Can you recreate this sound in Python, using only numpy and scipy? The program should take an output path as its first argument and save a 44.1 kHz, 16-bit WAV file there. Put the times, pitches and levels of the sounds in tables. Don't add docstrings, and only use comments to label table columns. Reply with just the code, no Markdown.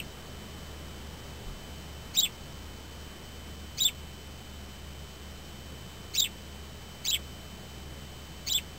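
import sys
import numpy as np
from scipy import signal
from scipy.fft import rfft, irfft
from scipy.io import wavfile
from scipy.ndimage import uniform_filter1d

SR = 44100
rng = np.random.default_rng(int(sys.argv[2]) if len(sys.argv) > 2 else 0)


def transcribe(signal):
    frames = np.atleast_2d(signal).T
    limited = np.clip(frames, -1, 1)
    pcm = np.round(limited * 32767).astype(np.int16)
    wavfile.write(sys.argv[1], SR, pcm)


N = 387198
TIME = np.arange(N) / SR

ATTACK_S, ATTACK_DB, ATTACK_HZ = .0035, 14, 109.75
RELEASE_S, RELEASE_DB, RELEASE_HZ = .006, 17.5, 169.5
SCOOP_FROM_HZ, SCOOP_SWELL_DB, SCOOP_SAG_HZ = 2150, 15.5, 39.97
LEAP_HZ, LEAP_DB, SETTLE_S, CUT_S = 3440, -31, .008, .004
BURR_HZ, BURR_FROM_HZ, BURR_SWING_HZ = 166, 3650, 122.9
CLEAR_BURR, FULL_BURR = .07, .62
TURN_S, TURN_DROP_HZ, TURN_FADE_DB = .007, 481, 3.5


def undb(db):
    return 10 ** (np.asarray(db) / 20)


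def walk(rate):
    hold = int(SR / rate)
    steps = np.repeat(rng.standard_normal(N // hold + 1), hold)
    return 1.3 * uniform_filter1d(uniform_filter1d(steps, hold), hold)[:N]


def phase_of(hz):
    return 2 * np.pi * np.cumsum(hz) / SR


def rumble():
    # (frequency [Hz], level [dB per Hz])
    noise_colour = [(15, -87), (40, -71), (52, -71.5), (62, -79), (95, -75), (135, -72), (200, -73),
                    (270, -79), (400, -79.5), (900, -86), (2000, -91.5), (5500, -96)]
    hz, db = np.transpose(noise_colour)
    freqs = np.maximum(np.fft.rfftfreq(N, 1 / SR), 1)
    colour = undb(np.interp(np.log(freqs), np.log(hz), db)) * np.sqrt(SR / 2)
    noise = irfft(rfft(rng.standard_normal(N)) * colour, N)
    return noise * undb(.7 * walk(.8))


def drones():
    # (frequency [Hz], level [dB])
    drone_tones = [(129, -62), (148, -65.5), (205, -63), (392, -70.5)]
    out = np.zeros(N)
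    for hz, db in drone_tones:
        level = np.sqrt(2) * undb(db + 3.5 * walk(4))
        out += level * np.sin(phase_of(hz * (1 + .03 * walk(5))))
    return out


def thuds():
    # (time [s], frequency [Hz], level before fade-in [dB], time to fade 60 dB [s])
    panel_tones = [(1.462, 35.97, -31.5, 0.46), (1.466, 80.8, -38.5, 0.25), (1.50, 140.6, -40, .2),
                   (1.775, 61.5, -42.5, 0.088)]
    out = np.zeros(N)
    for start, hz, db, t60 in panel_tones:
        t = np.maximum(TIME - start, 0)
        fade_in = np.minimum(t / .008, 1)
        out -= undb(db - 60 * t / t60) * fade_in * np.sin(2 * np.pi * hz * t)
    return out


def drive():
    hum_hz, hum_db = 73.7, -48.5
    whine_hz, whine_db = 3044.5, -56
    wobble_hz, wobble_rad = 19.75, .5
    hum = undb(hum_db + 2.2 * walk(12)) * np.sin(phase_of(hum_hz + .7 * walk(3)))
    wobble = wobble_rad * np.sin(2 * np.pi * wobble_hz * TIME)
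    whine = undb(whine_db + .5 * walk(5)) * np.sin(2 * np.pi * whine_hz * TIME + wobble)
    return np.sqrt(2) * (hum + whine)


def cabin(x):
    # (delay [s], level [dB])
    early_echoes = [(.0023, -11), (.0041, -12), (.0067, -14)]
    t60_s, tail_db = .11, -13.5
    t = np.arange(SR // 4) / SR
    tail = rng.standard_normal(len(t)) * undb(-60 * t / t60_s) * np.minimum(t / .006, 1)
    response = tail * undb(tail_db) / np.sqrt(np.sum(tail ** 2))
    response[0] = 1
    for delay, db in early_echoes:
        response[int(delay * SR)] += undb(db)
    response /= np.sqrt(np.sum(response ** 2))
    return signal.oaconvolve(x, response)[:N]


def air(low_hz, high_hz):
    band = signal.butter(3, [low_hz, high_hz], "band", fs=SR, output="sos")
    return signal.sosfilt(band, rng.standard_normal(N))


def flicks():
    flick_tops = [(2.203, 4860, -25, 0.0099), (3.84, 4740, -26.5, 0.0096), (6.201, 4940, -23.5, .011),
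                  (7.104, 4820, -26.5, 0.011), (8.531, 5244, -28, .011)]
    out, grain, puff = np.zeros(N), walk(900), air(3600, 5400)
    for top, top_hz, db, scale in flick_tops:
        u = (TIME - top) / scale * np.where(TIME < top, 2, 1.3)
        on = abs(u) < 1
        hz = top_hz * (1 - .25 * u[on] ** 2 + .027 * grain[on])
        swell = undb(db) * np.cos(np.pi * u[on] / 2) ** .7
        out[on] = swell * (np.sin(phase_of(hz)) + 1.1 * puff[on])
    return out


def spell(notes):
    # (deepest time [s], depth [dB], recovery [s], pitch kick [Hz])
    level_dips = [(2.184, 13, 0.0043, 142), (3.816, 16, .004, 150.5), (3.872, 8.5, 0.0029, 50),
                  (6.182, 7, .003, 49.5), (6.192, 15, .003, -120), (6.236, 12, 0.0032, 80.5),
                  (7.080, 8, .003, 50.5), (7.089, 14, 0.0027, 80.5), (7.099, 17, .004, 170.5),
                  (8.545, 10, .002, 50), (8.506, 9, .003, 50)]
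    on = sum((TIME >= note[0][0]) & (TIME <= note[-1][0]) for note in notes)
    times, *columns = np.transpose(np.concatenate(notes))
    hz, db, *rest = (np.interp(TIME, times, column) for column in columns)
    for at, depth_db, recovery, kick_hz in level_dips:
        dip = np.interp(TIME, [at - .003, at, at + recovery], [0, 1, 0])
        hz = hz + kick_hz * dip
        db = db - depth_db * dip
    gain = np.sqrt(2) * uniform_filter1d(on * undb(db), size=40)
    return hz, gain, *rest


def rise(s, scoop, scoop_hz, scoop_db, leap, held_hz, held_db, close_hz, close_db, length):
    soft_db = scoop_db - SCOOP_SWELL_DB
    middle_hz = (SCOOP_FROM_HZ + scoop_hz) / 2 - SCOOP_SAG_HZ
    return [(s, SCOOP_FROM_HZ - ATTACK_HZ, soft_db - ATTACK_DB),
            (s + ATTACK_S, SCOOP_FROM_HZ, soft_db),
            (s + scoop / 2, middle_hz, (soft_db + scoop_db) / 2),
            (s + scoop, scoop_hz, scoop_db),
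            (s + scoop + leap, LEAP_HZ, LEAP_DB),
            (s + scoop + leap + SETTLE_S, held_hz, held_db),
            (s + length - CUT_S, close_hz, close_db),
            (s + length, close_hz, close_db - RELEASE_DB)]


def rising():
    # (start [s], scoop length [s], scoop top [Hz], scoop level [dB], leap length [s],
    #  held pitch [Hz], held level [dB], closing pitch [Hz], closing level [dB], whole length [s])
    rise_notes = [(2.134, 0.031, 2590, -43.5, .004, 3800, -20.5, 3810, -15.5, .071),
                  (3.77, .027, 2595, -42, 0.0062, 3820, -21, 3835, -22.5, .070),
                  (6.136, .030, 2633, -39.5, 0.0049, 3960, -26, 3717, -17.5, .074),
                  (7.044, .022, 2514, -41, .008, 3935, -26.5, 3807, -27.5, 0.07),
                  (8.462, .029, 2460, -41, 0.0094, 3716, -27, 4000, -27.5, .069)]
    # (pitch [Hz], level of the octave above it [dB])
    octave_levels = [(2350, 11.5), (2600, 7.5), (3450, -16.5), (3900, -21.5)]
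    hz, gain = spell([rise(*row) for row in rise_notes])
    loose = np.clip((3400 - hz) / 900, 0, 1)
    phase = phase_of(hz * (1 + (.0022 + .018 * loose) * walk(700)))
    octave = undb(np.interp(hz, *np.transpose(octave_levels)))
    flicker = undb((1.28 + 3.5 * loose) * walk(1100))
    tone = flicker * (np.sin(phase) + octave * np.sin(2 * phase))
    breath_level = undb(-4) * loose * np.hypot(1, octave) + undb(-22)
    return gain * (tone + breath_level * air(2200, 6000))


def fall(s, entry_hz, entry_db, crest, crest_hz, crest_db, full, turn, turn_db, length, last_hz, last_db):
    climb_hz = entry_hz + .6 * (crest_hz - entry_hz)
    climb_db = entry_db + .48 * (crest_db - entry_db)
    full_db = np.interp(full, [crest, turn], [crest_db, turn_db])
    broken_hz = crest_hz - TURN_DROP_HZ
    return [(s, entry_hz - ATTACK_HZ, entry_db - ATTACK_DB, CLEAR_BURR),
            (s + ATTACK_S, entry_hz, entry_db, CLEAR_BURR),
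            (s + crest / 2, climb_hz, climb_db, CLEAR_BURR),
            (s + crest, crest_hz, crest_db, CLEAR_BURR),
            (s + full, crest_hz, full_db, FULL_BURR),
            (s + turn, crest_hz, turn_db, FULL_BURR),
            (s + turn + TURN_S, broken_hz, turn_db - TURN_FADE_DB, FULL_BURR),
            (s + (turn + length) / 2, (broken_hz + last_hz) / 2, turn_db - 2.2 * TURN_FADE_DB, FULL_BURR),
            (s + length - RELEASE_S, last_hz, last_db, FULL_BURR),
            (s + length, last_hz - RELEASE_HZ, last_db - RELEASE_DB, FULL_BURR)]


def falling():
    fall_notes = [(-.054, 3100, -35, .019, 3500, -27, .028, 0.034, -30.5, .074, 2280, -49),
                  (2.209, 3074, -35.5, 0.021, 3434, -27.5, 0.023, 0.036, -27.5, .071, 2200, -48.5),
                  (3.837, 3240, -43, .019, 3543, -18, 0.032, 0.036, -28, 0.066, 2250, -45.5),
                  (6.211, 3240, -35, .018, 3570, -21.5, 0.023, .027, -28.5, 0.068, 1992, -47),
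                  (7.107, 2598, -36.5, .019, 3360, -27, .026, .033, -26, .069, 2132, -44.5),
                  (8.531, 3000, -32, .016, 3420, -25.5, 0.036, 0.044, -28, 0.072, 2086, -48)]
    hz, gain, burr = spell([fall(*row) for row in fall_notes])
    burr = np.clip(burr, 0, 1)
    drop = np.clip((BURR_FROM_HZ - hz) / 700, 0, 1) * burr
    flutter = phase_of(BURR_HZ * (1 + .22 * walk(90)))
    high = ((1 + np.cos(flutter)) / 2) ** 1.6
    swing_hz = BURR_SWING_HZ + np.maximum(BURR_FROM_HZ - hz, 0)
    leap_hz = burr * swing_hz * (high - .15)
    phase = phase_of(hz * (1 + (.0025 + .024 * burr) * walk(500)) + leap_hz)
    throb = 1 + burr * np.sin(flutter)
    flicker = undb(3.5 * drop + 3.3 * burr * walk(800))
    tone = throb * flicker * np.sin(phase)
    return gain * (tone + undb(-24 + 30 * drop) * air(2000, 4800))


def scene():
    bird = cabin(rising() + falling() + flicks())
    return (bird + drive() + rumble() + drones() + thuds())[None]


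def record(dry):
    hold, steps = 4, 128
    dull = signal.sosfilt(signal.butter(4, 5900, fs=SR, output="sos"), dry)
    coarse = np.round((dull[:, ::hold] - .0018) * steps) / steps
    held = np.repeat(coarse, hold, axis=1)[:, :N]
    top = signal.ellip(10, .2, 75, 15700, fs=SR, output="sos")
    return signal.sosfilt(top, held)


dry = scene()
out = record(dry)
transcribe(out)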